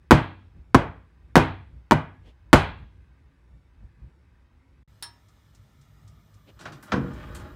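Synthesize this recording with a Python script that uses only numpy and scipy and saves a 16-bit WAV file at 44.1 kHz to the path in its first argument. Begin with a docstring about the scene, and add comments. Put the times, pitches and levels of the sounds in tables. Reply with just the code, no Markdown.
"""A metal cake pan full of batter clacks onto a wooden floor, five times: it lands on one edge, slaps
flat and settles, its bottom ringing, its sheet metal rattling, the boards thumping underneath.
After a blink of silence we are at a small oven: one sharp metallic ping, probably the timer's bell,
then the clockwork timer ticks over a faint hum and whine. The door is pulled open: the catch clicks,
the door clunks and jolts the casing, and the hinge scrapes in many tiny slips."""
import sys
import numpy as np
from scipy import signal
from scipy.fft import rfft, irfft, next_fast_len
from scipy.io import wavfile
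from scipy.ndimage import uniform_filter1d

SR = 44100
rng = np.random.default_rng(int(sys.argv[2]) if len(sys.argv) > 2 else 0)


def persist_wave(psi):
    """Save psi, clipped to +-1, as 16-bit WAV."""
    counts = np.round(np.clip(psi, -1, 1) * 32767).astype(np.int16)
    wavfile.write(sys.argv[1], SR, np.atleast_2d(counts).T)


N = 332955
TIME = np.arange(N) / SR
RING_TIME = TIME[:SR * 2 // 3]

# The drops. Each row: start in seconds, force in dB, tilt time from edge to flat in seconds, contact
# hardness in Hz, clash of the edge in dB, give of the floor in dB, shimmer of the wall in dB.
DROPS = [(0.109, 0.5, 0.0082, 2755, -2, 1.5, 3), (0.7458, -2, 0.0038, 1400, -10.5, -3.5, -12.5),
         (1.3556, 0.5, .0115, 2637, -2, -1.5, 1), (1.9108, -4.5, .0092, 1477, -1.5, -1, -13),
         (2.53, 1.5, 0.0062, 4530, -0.5, -0.5, 6)]
# Ringing bodies. Each row: pitch in Hz, relative level in dB, ring time (t60) in seconds.
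PAN_MODES = [(362, -9, 0.06), (482, -3, 0.023), (619, -16, 0.079), (735, -13, 0.045), (934, -8.5, 0.041),
             (1097, -7, 0.025), (1400, -7.5, 0.013)]   # the pan's bottom, damped by the batter
DRUM_MODE = [(267.6, 2, 0.078)]   # its lowest note, like a drumhead
RIM_MODES = [(1402, -24.5, 0.21), (1484, -28, .32), (1562, -24, 0.25), (1652, -33, 0.48), (1920, -34, 0.36),
             (2029, -27.5, 0.27), (2176, -35, .36), (2420, -35, 0.4), (2985, -35, .32), (3340, -42, 0.49)]   # the free rim, ringing on faintly
BOARD_MODES = [(94, -26.5, 0.7), (120, -16.5, 0.21), (150.54, -12.5, 0.24), (175, -9.5, 0.11),
               (225, -19, 0.18), (258.7, -26.5, 0.39), (320.7, -24, 0.31), (486, -22, 0.083),
               (612, -26, 0.25)]   # floorboards and room
PING_MODES = [(952, -9.5, 0.2), (1050, -18, 0.13), (1680, -13, 0.28), (1994, -14, 0.12), (3180, -17, 0.17),
              (3760, -1.5, 0.052), (4145, -9, 0.12), (5370, -2.5, 0.19), (8620, -7.5, 0.16),
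              (9300, -9, 0.12), (9940, 0, 0.073)]   # probably the timer's bell
CASING_MODES = [(97.5, -15, 0.82), (136.5, -9.5, 0.15), (199, 0.5, 0.18), (230.5, 3.5, 0.079),
                (272, -7.5, 0.24), (332, -9, 0.22), (478, 3.5, 0.057)]
HINGE_MODES = [(1800, 0, .005), (2350, -3, .004), (3100, -8, .004)]
# Shimmer of the pan's wall. Each row: frequency in Hz, relative level of the modes there in dB.
SHIMMER_COLOUR = [(1200, -6.5), (2300, -0.5), (3400, -1), (4300, -9), (4900, -20.5)]
# Noise colours. Each row: frequency in Hz, relative spectral density in dB.
RATTLE_COLOUR = [(300, 13), (1100, 18), (1800, 26), (2700, 15.5), (3400, 12), (5500, 8), (9000, 0.5),
                 (15500, -7)]   # dense high modes of the pan's sheet metal
ECHO_COLOUR = [(100, 26.5), (600, 22.5), (950, 25), (1600, 17.5), (2600, 12.5), (3400, 11), (4500, 6),
               (9500, 2), (15500, -13)]   # the kitchen's answer to a landing
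CRACK_COLOUR = [(500, 5), (1000, 31.5), (1900, 31), (2700, 21), (4000, 36), (6000, 22), (10000, 27.5),
                (11500, 14), (15000, 24)]   # attack of the ping
TICK_COLOUR = [(900, -19), (6000, -2.5), (8500, -6), (11000, -23)]
KNOCK_COLOUR = [(120, 10.5), (250, -8), (500, 0), (800, -1), (1400, 4.5), (2200, -6), (6000, -21),
                (9000, -60)]   # dull body of a door contact
CLICK_COLOUR = [(1500, 2), (4000, 2), (9000, -2), (15000, -5)]   # its bright edge
SCRAPE_COLOUR = [(150, 2), (300, 2), (520, -3.5), (780, -9.5), (1250, -1), (2300, -18), (4000, -22),
                 (5500, -63)]
RUB_COLOUR = [(200, 11.5), (500, 6.5), (1400, -10), (3000, -2), (5000, -16)]
RUMBLE_COLOUR = [(28, -22.5), (58, 4.5), (85, -4.5), (150, -13), (250, -24.5), (450, -34)]
KITCHEN_HISS_COLOUR = [(250, -12.5), (720, -18), (1900, -20.5), (4600, -32), (15000, -47.5)]
OVEN_HISS_COLOUR = [(250, 6.5), (450, -3), (620, -3), (1400, -0.5), (2300, -6), (7000, -15), (15000, -25.5)]
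# Tails of the ping's crack and of the kitchen. Each row: frequency in Hz, decay time (t60) in seconds.
CRACK_T60 = [(1000, .16), (4000, .12), (12000, .07)]
ROOM_T60 = [(400, 0.31), (1000, 0.36), (2200, 0.41), (3600, 0.3), (5200, 0.2)]
# Catch and stops of the door. Each row: start in seconds, knock in dB, click in dB, click centre in Hz.
DOOR_CONTACTS = [(6.591, -25, -17.5, 5030), (6.6083, -10.5, -16, 5500), (6.654, 2.5, -18, 6000),
                 (6.67, -6.5, -38, 3000), (6.721, -14, -13, 5000), (6.826, -11.5, -17, 12000),
                 (6.9191, 16, -16, 5000), (6.96, -5, -34, 11000), (7.3481, -11, -11, 8500),
                 (7.398, -11, -27, 6500)]
# The door slides out of its catch, then swings on its hinge.
# Each row: start and end in seconds, scrape level in dB, attack and release in seconds.
DOOR_PULLS = [(6.559, 6.642, -48.5, 0.08, 0.13), (6.836, 7.447, -48, 0.054, 0.14)]
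# Fingers on the pan, later on the door handle. Each row: peak and half-width in seconds, level in dB.
GRIPS = [(2.28, 0.036, -57), (6.491, 0.019, -52)]
# Cues. Each row: time in seconds, level in dB.
PING_STRIKES = [(5.025, -34.5)]
CASING_JOLTS = [(6.926, -28), (6.94, -21.5), (6.967, -33.5), (7.046, -34.5), (7.09, -42), (7.301, -44.5)]   # from the swinging door
RUMBLE_SWELLS = [(0.59, -46.5), (1.748, -47), (2.82, -38.5), (3.16, -58), (3.53, -52), (3.84, -52),
                 (4.04, -48)]
HUM_SWELLS = [(5.61, -47.5), (6.06, -44.5), (6.36, -47.5)]
# Hollow background notes. Each row: pitch in Hz, width in Hz, base level in dB.
KITCHEN_NOTES = [(260, 16, -78.5), (345, 20, -80), (1050, 200, -82.5), (1750, 120, -83.5), (2180, 150, -89)]
OVEN_NOTES = [(142.3, 16, -66), (190, 68, -71.5), (625, 61, -84), (1250, 105, -76)]   # air and casing resonate

BREAK_START_S, BREAK_END_S = 4.831, 4.877
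WANDER_HZ = 2.5   # pace of the background's slow shifts
ECHO_FADE_IN = np.minimum(RING_TIME / 0.013, 1)   # reflections take a moment to build up
THIRD_OCTAVES = 100 * 2 ** (np.arange(23) / 3)
FILTER_BANK = [(low, high, signal.butter(2, [low, high], "band", fs=SR, output="sos"))
               for low, high in zip(THIRD_OCTAVES, THIRD_OCTAVES[1:])]


def cake_pan():
    """Each drop strikes with one edge, slaps flat, then the batter's weight settles on the boards."""
    out, wall_modes = np.zeros(N), pan_wall(count=140)
    for at, force_db, tilt_s, hardness_hz, clash_db, give_db, shimmer_db in DROPS:
        drum_db = 1.5 - 1501.5 * tilt_s   # the longer the pan tips over, the less its bottom drums
        edge = landing(hardness_hz, blow_db=-2, rattle_db=clash_db, thump_db=give_db - 12, drum_db=-21)
        flat = landing(hardness_hz, blow_db=2.5, rattle_db=-10.5, thump_db=give_db - 1.5, drum_db=drum_db)
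        settle = landing(hardness_hz=1100, blow_db=-9, rattle_db=-11, thump_db=give_db - 4.5,
                         drum_db=-25.5)
        shimmer = from_db(shimmer_db) * ringing(wall_modes, uneven_db=1) * ECHO_FADE_IN
        add(out, at, from_db(force_db) * (edge + shimmer + flex(db=3, t60=0.014)))
        add(out, at + tilt_s, from_db(force_db) * (flat + flex(db=3.5 + give_db, t60=0.052)))
        add(out, at + tilt_s, floor_boom(db=-24.5 + 1.1 * force_db))
        add(out, at + 1.8 * tilt_s, from_db(0.92 * force_db) * settle)
    return out


def landing(hardness_hz, blow_db, rattle_db, thump_db, drum_db):
    """One contact rings the pan's bottom and rattles the sheet; the weight thumps the boards."""
    echo = dense_modes(ECHO_COLOUR, ROOM_T60) * ECHO_FADE_IN
    clack = ringing(PAN_MODES, uneven_db=5, detune=0.039)   # the sloshing batter shifts the modes
    bottom = from_db(blow_db) * cut(clack + echo, hardness_hz, "low", order=1)   # softer is duller
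    bottom += from_db(drum_db) * ringing(DRUM_MODE)
    bottom = cut(bottom, 220, "high")   # a small pan radiates little bass
    rattle = dense_modes(RATTLE_COLOUR, t60=0.038) + ringing(RIM_MODES, uneven_db=0.5, detune=0.014)
    boards = cut(ringing(BOARD_MODES, uneven_db=4, detune=0.0096), 69, "high", order=3)
    return bottom + from_db(rattle_db) * rattle + from_db(thump_db) * boards


def pan_wall(count, db=-54.5, t60=0.5):
    """The thin wall's shimmer: a list of faint, long-lived modes, scattered in pitch."""
    pitches = rng.uniform(SHIMMER_COLOUR[0][0], SHIMMER_COLOUR[-1][0], count)
    return [(hz, db + at_hz(SHIMMER_COLOUR, hz), t60) for hz in pitches]


def flex(db, t60, start_hz=2330, halving_s=0.00042):
    """A contact sends a bending wave whose treble arrives first, so its pitch plunges."""
    return from_db(db) * decay(t60) * sine(start_hz / (1 + RING_TIME / halving_s))


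def floor_boom(db):
    """Countless low modes of the whole floor boom dully and die away unevenly."""
    bass = cut(rng.standard_normal(len(RING_TIME)), 104, "low")
    bass = cut(bass, 58, "high", order=3)
    return from_db(db) * rms_one(bass) * decay(t60=0.56)


def ping():
    """One sharp, buzzing metallic ping just before the ticking, probably the timer's bell."""
    strike = clicks(*np.transpose(PING_STRIKES))
    buzz = 1 + 0.24 * drift(rate_hz=320)
    ring = through(strike, ringing(PING_MODES))
    crack = through(strike, dense_modes(CRACK_COLOUR, CRACK_T60))
    return buzz * ring + crack


def timer(first_s=5.2838, period_s=0.2642, tick_db=-28.5, tock_db=-24.5):
    """The clockwork escapement beats evenly, every second beat louder."""
    beats = np.arange(first_s, TIME[-1], period_s)
    levels_db = np.resize([tick_db, tock_db], len(beats))
    return through(clicks(beats, levels_db), dense_modes(TICK_COLOUR, t60=0.13))


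def door():
    """Catch and stops knock and skid, each with its own brightness; jolts make the casing boom."""
    out = np.zeros(N)
    for at, knock_db, click_db, click_hz in DOOR_CONTACTS:
        metal = cut(dense_modes(CLICK_COLOUR, t60=0.17), click_hz, "low")
        metal = cut(metal, click_hz, "high", order=1)
        knock = from_db(knock_db) * dense_modes(KNOCK_COLOUR, t60=0.14)
        add(out, at, knock + from_db(click_db) * through(skid(), metal))
    jolts = cut(clicks(*np.transpose(CASING_JOLTS)), 570, "low")
    boom = through(jolts, ringing(CASING_MODES))
    return out + cut(boom, 71, "high")


def skid(slips_per_s=900, slip_db=-9, fade_s=0.012):
    """One contact followed by a quickly dying run of tiny slips."""
    slips = (rng.random(len(RING_TIME)) < slips_per_s / SR) * rng.standard_normal(len(RING_TIME))
    return (RING_TIME == 0) + from_db(slip_db) * slips * np.exp(-RING_TIME / fade_s)


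def hinge(slips_per_s=1100, uneven_db=0.5, spots=2):
    """Tiny slips at the rubbing spots make the door scrape and hiss; mid-swing the hinge rasps."""
    pressure = from_db(uneven_db * drift(rate_hz=20))
    slipping = rng.random((spots, N)) < slips_per_s / spots / SR
    slips = slipping * rng.standard_normal((spots, N)) * pressure
    scrape = rms_one(sum(through(spot, dense_modes(SCRAPE_COLOUR, t60=0.055)) for spot in slips))
    hiss = rms_one(through(rng.standard_normal(N) * pressure, dense_modes(OVEN_HISS_COLOUR, t60=0.014)))
    ring = rms_one(through(slips.sum(axis=0), ringing(HINGE_MODES)))
    rasp = swell(at=7.22, half_width_s=0.08, db=-53.5) * ring
    return door_motion() * (scrape + from_db(-13.5) * hiss) + rasp


def door_motion():
    """Envelope of the rubbing: each pull builds up, holds and dies away."""
    out = 0
    for start, end, db, attack, release in DOOR_PULLS:
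        rise = np.clip((TIME - start) / attack, 0, 1)
        fall = np.exp(-np.maximum(TIME - end, 0) / release)
        out += from_db(db) * rise * fall
    return out


def casing_rumble():
    """Once jolted free, the swinging door keeps the casing rumbling."""
    free = np.clip((TIME - CASING_JOLTS[0][0]) / 0.053, 0, 1)
    return from_db(7) * free * door_motion() * noise(RUMBLE_COLOUR)


def fingers():
    """Short soft rubs as the hand shifts its grip."""
    return sum(swell(*grip) for grip in GRIPS) * noise(RUB_COLOUR)


def background():
    """A bed of lumpy house rumble, with hiss and hollow notes that change at the cut to the oven."""
    at_oven = TIME > BREAK_START_S
    steady = from_db(np.where(at_oven, -58.5, -54.5))
    swells = sum(swell(at, 0.042, db) for at, db in RUMBLE_SWELLS)
    lumps = (1 + swells / steady) * from_db(2.5 * drift(rate_hz=3.6))
    rumble = steady * lumps * noise(RUMBLE_COLOUR)
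    oven_hiss = from_db(-67) * hollow_hiss(OVEN_HISS_COLOUR)
    kitchen_hiss = from_db(-70.5) * hollow_hiss(KITCHEN_HISS_COLOUR)
    kitchen_hiss *= lumps ** 0.092   # rides gently on the rumble
    return rumble + np.where(at_oven, oven_hiss + oven_tones(), kitchen_hiss + drone(KITCHEN_NOTES))


def oven_tones():
    """A low hum wavers and swells, while a thin electronic whine and the cavity's resonance creep up."""
    hum_swells = sum(swell(at, 0.021, db) for at, db in HUM_SWELLS)
    hum_level = from_db(-61.5 + 3.4 * drift(rate_hz=5.9)) + hum_swells
    hum = hum_level * np.sin(2 * np.pi * 102 * TIME)
    whine_level = from_db(np.interp(TIME, [5.5, 7.2], [-83, -73]))
    whine = whine_level * sine(hz=14346 + 35 * drift(rate_hz=60))
    cavity = from_db(np.interp(TIME, [5.5, 6.1], [-1, 3])) * drone(OVEN_NOTES)
    return hum + whine + cavity


def hollow_hiss(colour, count=3):
    """Hollow hiss whose colour slowly shifts; rms 1."""
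    shares = np.array([drift(WANDER_HZ) for _ in range(count)])
    shares /= np.linalg.norm(shares, axis=0)
    layers = [through(rng.standard_normal(N), dense_modes(colour, t60=0.025)) for _ in shares]
    return rms_one(np.sum(shares * layers, axis=0))


def drone(notes):
    """Narrow bands of noise that each waver slowly in level and pitch."""
    out = 0
    for hz, width_hz, db in notes:
        tone = sine(hz * (1 + 0.035 * drift(WANDER_HZ)))
        waver = from_db(2.5 * drift(WANDER_HZ))
        out += from_db(db) * rms_one(waver * drift(width_hz / 2) * tone)
    return out


def room(x, wet_colour, predelay_s):
    """Direct sound plus the kitchen's diffuse tail, coloured by points in Hz and dB."""
    tail = dense_modes(wet_colour, ROOM_T60)
    return x + through(x, np.concatenate([np.zeros(int(predelay_s * SR)), tail]))


def ringing(modes, uneven_db=0, detune=0):
    """A struck body: decaying sines whose level and pitch can vary from blow to blow."""
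    out = 0
    for hz, db, t60 in modes:
        strength, shift = rng.standard_normal(2)
        fade = from_db(db + uneven_db * strength) * decay(t60)
        out += fade * np.sin(2 * np.pi * hz * (1 + detune * shift) * RING_TIME)
    return out


def dense_modes(colour, t60):
    """Countless struck modes as dying third-octave noises; t60 is one time or a table by Hz."""
    out = np.zeros(len(RING_TIME))
    white = rng.standard_normal((2, len(out)))   # neighbouring bands get unrelated noise
    for k, (low, high, sos) in enumerate(FILTER_BANK):
        hz = np.sqrt(low * high)
        life = t60 if np.isscalar(t60) else at_hz(t60, hz)
        audible = RING_TIME < 2 * life + 10 / low
        band = signal.sosfilt(sos, (white[k % 2] * decay(life))[audible])
        gain = from_db(at_hz(colour, hz)) * min(hz / colour[0][0], 1)
        out[audible] += gain * band * np.sqrt(2 * (high - low) / SR / np.sum(band ** 2))
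    return out


def noise(colour):
    """Steady coloured noise, rolling off beyond its end points; rms 1."""
    size = next_fast_len(N)
    hz = np.fft.rfftfreq(size, 1 / SR) + 1
    ends = np.minimum(hz / colour[0][0], 1) * np.minimum(colour[-1][0] / hz, 1)
    gain = from_db(at_hz(colour, hz)) * ends ** 2
    return rms_one(irfft(rfft(rng.standard_normal(size)) * gain)[:N])


def drift(rate_hz):
    """Smooth random modulation; rms 1."""
    return rms_one(cut(rng.standard_normal(N), rate_hz, "low"))


def clicks(times, levels_db):
    """One impulse per contact."""
    out = np.zeros(N)
    out[np.round(np.asarray(times) * SR).astype(int)] = from_db(levels_db)
    return out


def swell(at, half_width_s, db):
    """A bell-shaped rise and fall."""
    return from_db(db) * np.exp(-((TIME - at) / half_width_s) ** 2)


def decay(t60):
    """A fade that loses 60 dB in t60 seconds."""
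    return np.exp(-np.log(1000) * RING_TIME / t60)


def sine(hz):
    """A tone that follows a pitch curve."""
    return np.sin(2 * np.pi * np.cumsum(hz) / SR)


def through(x, response):
    """Play x through an impulse response."""
    return signal.fftconvolve(x, response)[:len(x)]


def cut(x, hz, kind, order=2):
    """Butterworth low- or high-pass."""
    return signal.sosfilt(signal.butter(order, hz, kind, fs=SR, output="sos"), x + 1e-18)


def add(out, at, sound):
    """Mix a sound in at a given time."""
    start = round(at * SR)
    out[start:start + len(sound)] += sound[:len(out) - start]


def at_hz(points, hz):
    """Read a table on a log-frequency axis."""
    frequencies, values = np.transpose(points)
    return np.interp(np.log(hz), np.log(frequencies), values)


def from_db(db):
    return 10 ** (np.asarray(db) / 20)


def rms_one(x):
    return x / np.sqrt(np.mean(x ** 2) + 1e-20)


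def scene():
    """First the pan on the floor, then the oven, with a moment of silence between."""
    oven = ping() + timer() + door() + hinge()
    oven = room(oven, wet_colour=[(130, 6.5), (1500, -7), (12000, -17.5)], predelay_s=0.005)
    oven += casing_rumble()
    sounding = (TIME < BREAK_START_S) | (TIME > BREAK_END_S)
    gate = uniform_filter1d(sounding.astype(float), size=64)
    return ((cake_pan() + fingers() + oven + background()) * gate)[None]


def record(dry):
    """Trim the deepest bass, hard-clip the peaks of the landings and cut the very top."""
    clipped = np.clip(cut(dry, 36, "high", order=3), -0.95, 0.95)
    top_cut = signal.ellip(10, 0.1, 80, 15900, fs=SR, output="sos")
    return signal.sosfilt(top_cut, clipped)


dry = scene()
out = record(dry)
persist_wave(out)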